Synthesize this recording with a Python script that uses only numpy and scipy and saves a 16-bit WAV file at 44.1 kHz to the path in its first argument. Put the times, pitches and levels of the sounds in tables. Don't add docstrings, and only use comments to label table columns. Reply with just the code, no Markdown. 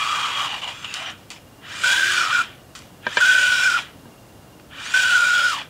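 import sys
import numpy as np
from scipy import signal
from scipy.fft import rfft, irfft, next_fast_len
from scipy.io import wavfile
from scipy.ndimage import uniform_filter1d

SR = 44100
rng = np.random.default_rng(int(sys.argv[2]) if len(sys.argv) > 2 else 0)


def dump(signal):
    limited = np.clip(np.atleast_2d(signal).T, -1, 1)
    pcm = np.round(limited * 32767).astype(np.int16)
    wavfile.write(sys.argv[1], SR, pcm)


N = 250929
T = np.arange(N) / SR
FFT_SIZE = next_fast_len(N)
BIN_HZ = np.fft.rfftfreq(FFT_SIZE, 1 / SR)


# (time [s], roughness [0-1])
SLIP_GRIT = [
    [(0, .72), (.46, .8)],
    [(1.84, .3), (2.05, .6), (2.2, .6), (2.31, .72)],
    [(2.33, .4), (2.43, .7)],
    [(3.21, .17), (3.6, .22), (3.74, .35), (3.79, .65)],
    [(4.94, .2), (5.48, .16), (5.53, .55), (5.6, .75)],
]

def roughness():
    rows = [row for grip in SLIP_GRIT for row in [(grip[0][0] - .008, 1), *grip, (grip[-1][0] + .008, 1)]]
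    return np.interp(T, *np.transpose(rows))


def squeal(level_db, hz):
    rough = roughness()
    width_hz = 66 + 264 * rough ** 2.7
    tone = np.sqrt(2) * amp(1.3 * drift(hz=30)) * np.sin(phase(hz + .42 * width_hz * drift(hz=45)))
    wide = np.clip((width_hz - 70) / 330, 0, 1)
    chatter = np.sqrt(1 - wide) * fuzz(hz, width_hz=98) + np.sqrt(wide) * fuzz(hz, width_hz=352)
    return amp(level_db) * (np.sqrt(1 - rough) * tone + np.sqrt(rough) * chatter)


# (time [s], hiss [dB], treble over hiss [dB], squeal [dB], squeal pitch [Hz])
SHAFT_CONTACTS = [
    [(0.0, -28.5, -8, -26, 1197), (0.262, -29, -9, -25.5, 1215), (0.35, -30, -11, -31.5, 1170),
     (0.404, -29.5, -7, -24.5, 1200), (0.46, -31, -7, -28, 1112), (0.492, -33.5, -11.5, -39, 1145),
     (0.544, -32.5, -10, -32, 1029), (0.585, -36.5, -9, -42, 977), (0.61, -41, -9, -48, 997)],
    [(0.7, -39, -9, -41, 990), (0.74, -41.5, -10, -47, 1230), (0.83, -41.5, -10, -43, 1401),
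     (0.935, -38, -10.5, -45, 1374), (1.006, -36, -7, -39, 1220), (1.09, -32.5, -19.5, -41, 1350)],
    [(1.836, -27, -3, -19, 1465), (1.944, -25, -2.5, -17.5, 1557), (2.014, -27.5, -2, -20, 1577),
     (2.096, -27.5, -2, -21, 1546), (2.214, -27.5, -3.5, -20, 1444), (2.294, -28, -9.5, -26.5, 1300),
     (2.312, -25, -12, -22, 1250), (2.32, -29, -5.5, -23, 1470), (2.33, -28.5, -7, -17, 1460),
     (2.416, -31.5, -4, -22, 1400), (2.43, -35.5, -6, -36, 1390)],
    [(3.203, -26, -5, -17.5, 1500), (3.218, -26, -4, -14.5, 1497), (3.236, -28, -1.5, -16.5, 1480),
     (3.294, -27, -2.5, -14.5, 1505), (3.608, -28, -3.5, -20.5, 1480), (3.678, -30, -2, -17, 1500),
     (3.716, -31, -1, -18.5, 1430), (3.765, -31, -4.5, -19.5, 1410), (3.792, -26, -13.5, -32.5, 1046),
     (3.815, -35, -7.5, -47, 846)],
    [(4.938, -26.5, -4.5, -20, 1508), (4.972, -26, -4, -14.5, 1505), (5.028, -27.5, -2, -19.5, 1486),
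     (5.16, -28, -2.5, -15, 1440), (5.428, -28.5, -5.5, -19.5, 1430), (5.448, -30, -4, -13, 1430),
     (5.5, -31, -2, -22, 1425), (5.55, -30, -7, -28.5, 1130), (5.612, -33.5, -16, -39.5, 860)],
]
# (time [s], hiss [dB], decay [dB/s])
RUN_DOWNS = [(1.09, -33, 245), (2.428, -34, 149.5), (3.815, -35.5, 172), (5.612, -36.5, 252)]
# (time [s], hiss [dB], decay [dB/s], treble over hiss [dB], squeal over hiss [dB], squeal pitch [Hz])
HANDLING_SCRAPES = [(0.618, -32.5, 128, -9, -1.5, 1000), (0.676, -33.5, 130, -8.5, -4.5, 977),
                    (0.844, -28, 439, -13, -9, 1237), (0.943, -33, 90, -4.5, -3.5, 1320),
                    (1.305, -38.5, 246, -2, -7.5, 998), (1.36, -44.5, 300, -8.5, -14, 1022),
                    (2.752, -43, 299, 4.5, 1, 1350), (2.8, -49.5, 129.5, -3, -8, 1200),
                    (3.175, -22, 171, -14, -11, 1580)]

def motor_envelopes():
    housing_tone = (-3, 1447)
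    gestures = []
    for rows in SHAFT_CONTACTS:
        times, *columns = np.transpose(rows)
        hiss_db, treble_db, squeal_db, hz = (np.interp(T, times, column) for column in columns)
        gestures.append((times[0], times[-1] + .01, hiss_db, treble_db, squeal_db - hiss_db, hz))
    for on, end, rise, easing, db in SPIN_UPS:
        t = np.clip(T - on, 1e-3, end - on)
        hz = rise * t - easing * t ** 2
        swell_db = 17.5 * np.log10(np.maximum(hz - HISS_ONSET_HZ, 1) / (FULL_SPEED_HZ - HISS_ONSET_HZ))
        gestures.append((on, end, db + swell_db, swell_db - 4, *housing_tone))
    for start, db, decay in RUN_DOWNS:
        treble_db = -10 - 70 * (T - start)
        gestures.append((start, T[-1], db - decay * (T - start), treble_db, *housing_tone))
    for start, db, decay, *timbre in HANDLING_SCRAPES:
        gestures.append((start, T[-1], db - decay * (T - start), *timbre))
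    envelopes = np.zeros((4, N)) + [[-71.5], [0], [0], [housing_tone[1]]]
    for start, end, *values in gestures:
        loudest = (T >= start) & (T <= end) & (values[0] > envelopes[0])
        envelopes = np.where(loudest, np.broadcast_arrays(*values, T)[:4], envelopes)
    hiss_db, treble_db, squeal_over_db, hz = uniform_filter1d(envelopes, size=180, axis=1)
    return hiss_db, treble_db, hiss_db + squeal_over_db, hz


# (frequency [Hz], level [dB])
HISS_EQ = [(200, -45), (500, -14), (1000, -9.5), (1900, -0.5), (2150, -3.5), (3200, 3), (4200, -9.5),
           (6500, -14.5), (9000, -18.5), (11500, -25), (16000, -26)]
# (frequency [Hz], width [Hz], boost [dB])
HOUSING_PEAKS = [(581, 18, 10), (978, 38, 7), (2396, 86, 9), (2934, 36, 6), (3314, 19, 2.5), (3860, 12, 11),
                 (4690, 61, 5), (5190, 15, 9.5), (6990, 360, 4), (7500, 350, 2.5), (8440, 200, 2)]

def hiss(level_db, treble_db):
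    peaks_db = sum(db / (1 + (2 * (BIN_HZ - hz) / width) ** 2) for hz, width, db in HOUSING_PEAKS)
    rubbing = rng.standard_normal(N) * amp(1.1 * drift(hz=200) + .4 * drift(hz=30))
    spectrum = rfft(shifting_grip(rubbing, depth_db=1.8), FFT_SIZE) * amp(eq(HISS_EQ, BIN_HZ) + peaks_db)
    low, high = (1 / (1 + (BIN_HZ / cutoff_hz) ** 8) for cutoff_hz in (4200, 10000))
    body, treble, fizz = (irfft(spectrum * band, FFT_SIZE)[:N] for band in (low, high - low, 1 - high))
    presence_rms = irfft(spectrum * low * (BIN_HZ > 2100), FFT_SIZE).std()
    touching = np.clip(5 * (1 - roughness()), 0, 1)
    top = (treble + amp(4 * touching - 12.5) * fizz) / treble.std()
    return amp(level_db) * (body / presence_rms + amp(treble_db) * top)


def shifting_grip(sound, depth_db):
    frames = signal.stft(sound, nperseg=1024, noverlap=768)[2]
    ripple = rng.standard_normal(frames.shape[::-1]).T
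    for _ in range(2):
        ripple = uniform_filter1d(ripple, size=3, axis=0)
        ripple = uniform_filter1d(ripple, size=12, axis=1)
    return signal.istft(frames * amp(depth_db * unit_rms(ripple)), nperseg=1024, noverlap=768)[1][:N]


# (start [s], peak [s], end [s], first pitch [Hz], last pitch [Hz], accent [dB], width [Hz])
OVERTONE_SWELLS = [(0, .03, .34, 3320, 3230, 3, 49.5), (.31, 0.385, .47, 3256, 3250, 5, 50),
                   (.44, 0.542, .6, 2920, 2860, 7, 130), (.615, .64, .73, 2890, 2890, 10, 130),
                   (0.835, .85, .9, 2900, 2820, 3, 200), (.93, 0.96, 1.16, 2880, 3040, 6.5, 199.2),
                   (.48, .536, .59, 793.4, 799, 0, 100), (.6, 0.67, .73, 790, 752, 0, 100),
                   (.95, 1.015, 1.12, 746, 725, -1, 100), (1.84, 1.914, 2.0, 960, 974, -11, 40),
                   (1.84, 1.916, 2.03, 3280, 3520, 3, 100), (2.32, 2.386, 2.44, 2354, 2418, 6.5, 50),
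                   (3.206, 3.22, 3.6, 2513, 2370, 3, 50), (3.6, 3.689, 3.79, 2380, 2450, 7, 50.4),
                   (3.5, 3.652, 3.76, 5350, 5430, 1, 299.8), (4.94, 4.994, 5.04, 2410, 2420, 3, 50.3),
                   (0.861, 0.907, .94, 2728, 2720, 7, 119.6), (2.17, 2.231, 2.27, 5570, 5300, -0.5, 250),
                   (3.206, 3.301, 3.4, 7260, 7200, -10, 400), (3.239, 3.339, 3.38, 3335, 3300, 2, 80),
                   (5.361, 5.477, 5.53, 5040, 5200, -0.5, 248), (0.858, .91, .94, 6940, 6770, -5, 150),
                   (1.0, 1.071, 1.13, 6000, 5670, -8.5, 150), (3.77, 3.79, 3.83, 1420, 1404, 2, 90)]

def rubbing_overtones(hiss_db):
    track = np.zeros(N)
    for start, peak, end, first_hz, last_hz, accent_db, width_hz in OVERTONE_SWELLS:
        t = np.arange(start, end, 1 / SR)
        swell_db = accent_db + np.interp(t, [start, peak, end], [-12.5, -5, -12.5])
        envelope = amp(np.interp(t, T, hiss_db) + swell_db) * signal.windows.tukey(len(t), .08)
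        add(track, start, envelope * fuzz(np.linspace(first_hz, last_hz, len(t)), width_hz))
    return track


# (start [s], end [s], rise [Hz/s], easing [Hz/s^2], hiss at full speed [dB])
SPIN_UPS = [(1.564, 1.86, 10700, 6, -35), (2.973, 3.22, 11300, 1, -33.5),
            (4.655, 4.95, 12000, 10005, -34.5)]
FULL_SPEED_HZ, HISS_ONSET_HZ = 2500, 440
# (harmonic [number], level [dB])
WHINE_HARMONICS = [(1, 5), (2, 3), (3, 1), (4, -3), (5, -14)]
# (frequency [Hz], gain [dB])
WHINE_EQ = [(600, -12), (1300, -3), (1800, 6), (2400, -5), (3500, 5), (4800, -5), (6000, 2), (6800, -2),
            (8000, 4), (9500, -3), (11000, -9), (13000, -22)]

def commutator_whine():
    track = np.zeros(N)
    for on, end, rise, easing, hiss_db in SPIN_UPS:
        t = np.linspace(.055, end - on, num=20)
        hz = rise * t - easing * t ** 2
        db = hiss_db - 14.5 + 18 * np.log10(hz / FULL_SPEED_HZ)
        track += glide(on + t, hz, db, WHINE_HARMONICS, WHINE_EQ)
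    return track


# (time [s], fundamental [Hz], level [dB])
COAST_PATH = [(.71, 1205, -61), (.78, 1235, -59), (.84, 1260, -59)]
# (harmonic [number], level [dB])
COAST_HARMONICS = [(4, 1), (5, 2), (6, -1)]

def coasting_whine():
    return glide(*np.transpose(COAST_PATH), COAST_HARMONICS, WHINE_EQ)


# (time [s], pitch [Hz], level [dB])
UNBALANCE_PATH = [(1.84, 262.4, -60), (2.026, 348.3, -55), (2.076, 360, -47.5), (2.224, 364, -52),
                  (2.26, 290, -47), (2.29, 272.5, -49), (2.3, 280, -66)]

def unbalance_hum():
    return glide(*np.transpose(UNBALANCE_PATH), harmonics=[(1, 0)], colour=[(300, 0)])


# (time [s], peak [dB], brightness [dB/octave])
BENCH_HITS = [(3.066, -9.5, -2), (3.17, -3.5, 0.5), (4.054, -34, -10.5)]
# (frequency [Hz], level [dB], 60 dB decay time [s])
BENCH_MODES = [(230, -23, .07), (377, -21, .07), (500, -17, .07), (600, -16, .08), (974, -5, .04),
               (1250, -10, .03), (1600, 0, .06), (1790, -9, .07), (2350, -10, .06), (3050, -9, .025),
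               (3500, -11, .03), (4150, -13, .025), (4800, -15, .02), (5500, -17, .02), (6100, -21, .02)]

def bench_knocks():
    track = np.zeros(N)
    for start, db, tilt_db in BENCH_HITS:
        add(track, start, strike(BENCH_MODES, db, tilt_db, attack_s=.001))
    return track


# (time [s], peak of the ring [dB], brightness [dB/octave])
CLICKS_AND_TAP = [(0.9405, -14.5, 3), (1.3034, -22, 3), (1.3154, -29, 9), (2.7518, -25.5, -2),
                  (2.76, -30.5, -9), (2.7904, -30, 1), (2.821, -32.5, -5), (4.598, -37, -10)]
# (frequency [Hz], level [dB], 60 dB decay time [s])
CLICK_MODES = [(1400, -8, .01), (2060, -3, .012), (2500, -3, .02), (3130, 0, .012), (3800, -3, .008),
               (4550, 0, .02), (5300, -3, .008), (6080, -2, .01), (7200, -3, .01), (8300, -6, .008),
               (9400, -11, .006)]

def clicks_and_tap():
    track = np.zeros(N)
    crack_decay = np.exp(-T[:400] / .0005)
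    for start, db, tilt_db in CLICKS_AND_TAP:
        add(track, start, strike(CLICK_MODES, db, tilt_db, attack_s=.0002))
        add(track, start, amp(db - 15) * rng.standard_normal(400) * crack_decay)
    return track


# (frequency [Hz], level [dB])
ROOM_EQ = [(15, -56), (25, -14), (101, -3.5), (126, -2), (183, -5), (210, -6.5), (290, -5), (369, -10.5),
           (649, -11), (2430, -25.5), (2850, -25), (3180, -26), (15600, -32.5)]
# (frequency [Hz], level [dB])
MAINS_TONES = [(101, -60)]

def room_tone():
    noise = rng.standard_normal(N) * amp(.73 * drift(hz=.38))
    air = irfft(rfft(noise, FFT_SIZE) * amp(eq(ROOM_EQ, BIN_HZ)), FFT_SIZE)[:N]
    hum = sum(amp(db + 1.3 * drift(hz=14)) * np.sin(phase(hz + 2.88 * drift(hz=6.1)))
              for hz, db in MAINS_TONES)
    return amp(-46.5) * unit_rms(air) + np.sqrt(2) * hum


def cricket(pitch_hz=2800, chirps_per_s=17):
    chirps = np.clip(.43 + np.cos(2 * np.pi * chirps_per_s * (T - .0096)), 0, .8)
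    song = unit_rms(chirps * np.sin(phase(pitch_hz + 12 * drift(hz=39.7))))
    return amp(-65 + 2.1 * drift(hz=11)) * song


def glide(times, pitches_hz, levels_db, harmonics, colour):
    t = np.arange(times[0], times[-1], 1 / SR)
    hz = np.interp(t, times, pitches_hz) * (1 + .005 * drift(hz=80, size=len(t)))
    stack = sum(amp(db + eq(colour, k * hz) + 3 * drift(hz=30, size=len(t))) * np.sin(k * phase(hz))
                for k, db in harmonics)
    envelope = amp(np.interp(t, times, levels_db)) * signal.windows.tukey(len(t), .2)
    track = np.zeros(N)
    add(track, times[0], np.sqrt(2) * envelope * stack)
    return track


def strike(modes, peak_db, tilt_db, attack_s):
    t = T[:6000]
    phases = 2 * np.pi * rng.random(len(modes))
    ring = sum(amp(db + tilt_db * np.log2(hz / 1500) - 60 * t / t60) * np.sin(2 * np.pi * hz * t + offset)
               for (hz, db, t60), offset in zip(modes, phases))
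    sound = ring * (1 - np.exp(-(t / attack_s) ** 2))
    return amp(peak_db) * sound / abs(sound).max()


def fuzz(hz, width_hz):
    angle = phase(hz)
    return drift(width_hz, len(hz)) * np.cos(angle) + drift(width_hz, len(hz)) * np.sin(angle)


def drift(hz, size=N):
    padded = next_fast_len(size)
    rolloff = 1 + (np.fft.rfftfreq(padded, 1 / SR) / hz) ** 4
    return unit_rms(irfft(rfft(rng.standard_normal(padded)) / rolloff, padded)[:size])


def eq(curve, hz):
    points_hz, db = np.transpose(curve)
    return np.interp(np.log(hz + 1), np.log(points_hz + 1), db)


def phase(hz):
    return 2 * np.pi * np.cumsum(hz) / SR


def amp(db):
    return 10 ** (np.asarray(db) / 20)


def unit_rms(x):
    return x / np.sqrt(np.mean(x ** 2) + 1e-20)


def add(track, start_s, sound):
    part = track[round(start_s * SR):][:len(sound)]
    part += sound[:len(part)]


def scene():
    hiss_db, treble_db, squeal_db, squeal_hz = motor_envelopes()
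    mix = hiss(hiss_db, treble_db) + squeal(squeal_db, squeal_hz) + room_tone() + cricket()
    mix += rubbing_overtones(hiss_db) + commutator_whine() + coasting_whine() + unbalance_hum()
    mix += bench_knocks() + clicks_and_tap()
    return np.array([mix, mix])


def record(dry):
    low_cut = signal.butter(4, 38, "high", fs=SR, output="sos")
    high_cut = signal.firwin(2047, 15720, window=("kaiser", 9), fs=SR)
    return signal.oaconvolve(signal.sosfilt(low_cut, dry), high_cut[None], "same")


dry = scene()
out = record(dry)
dump(out)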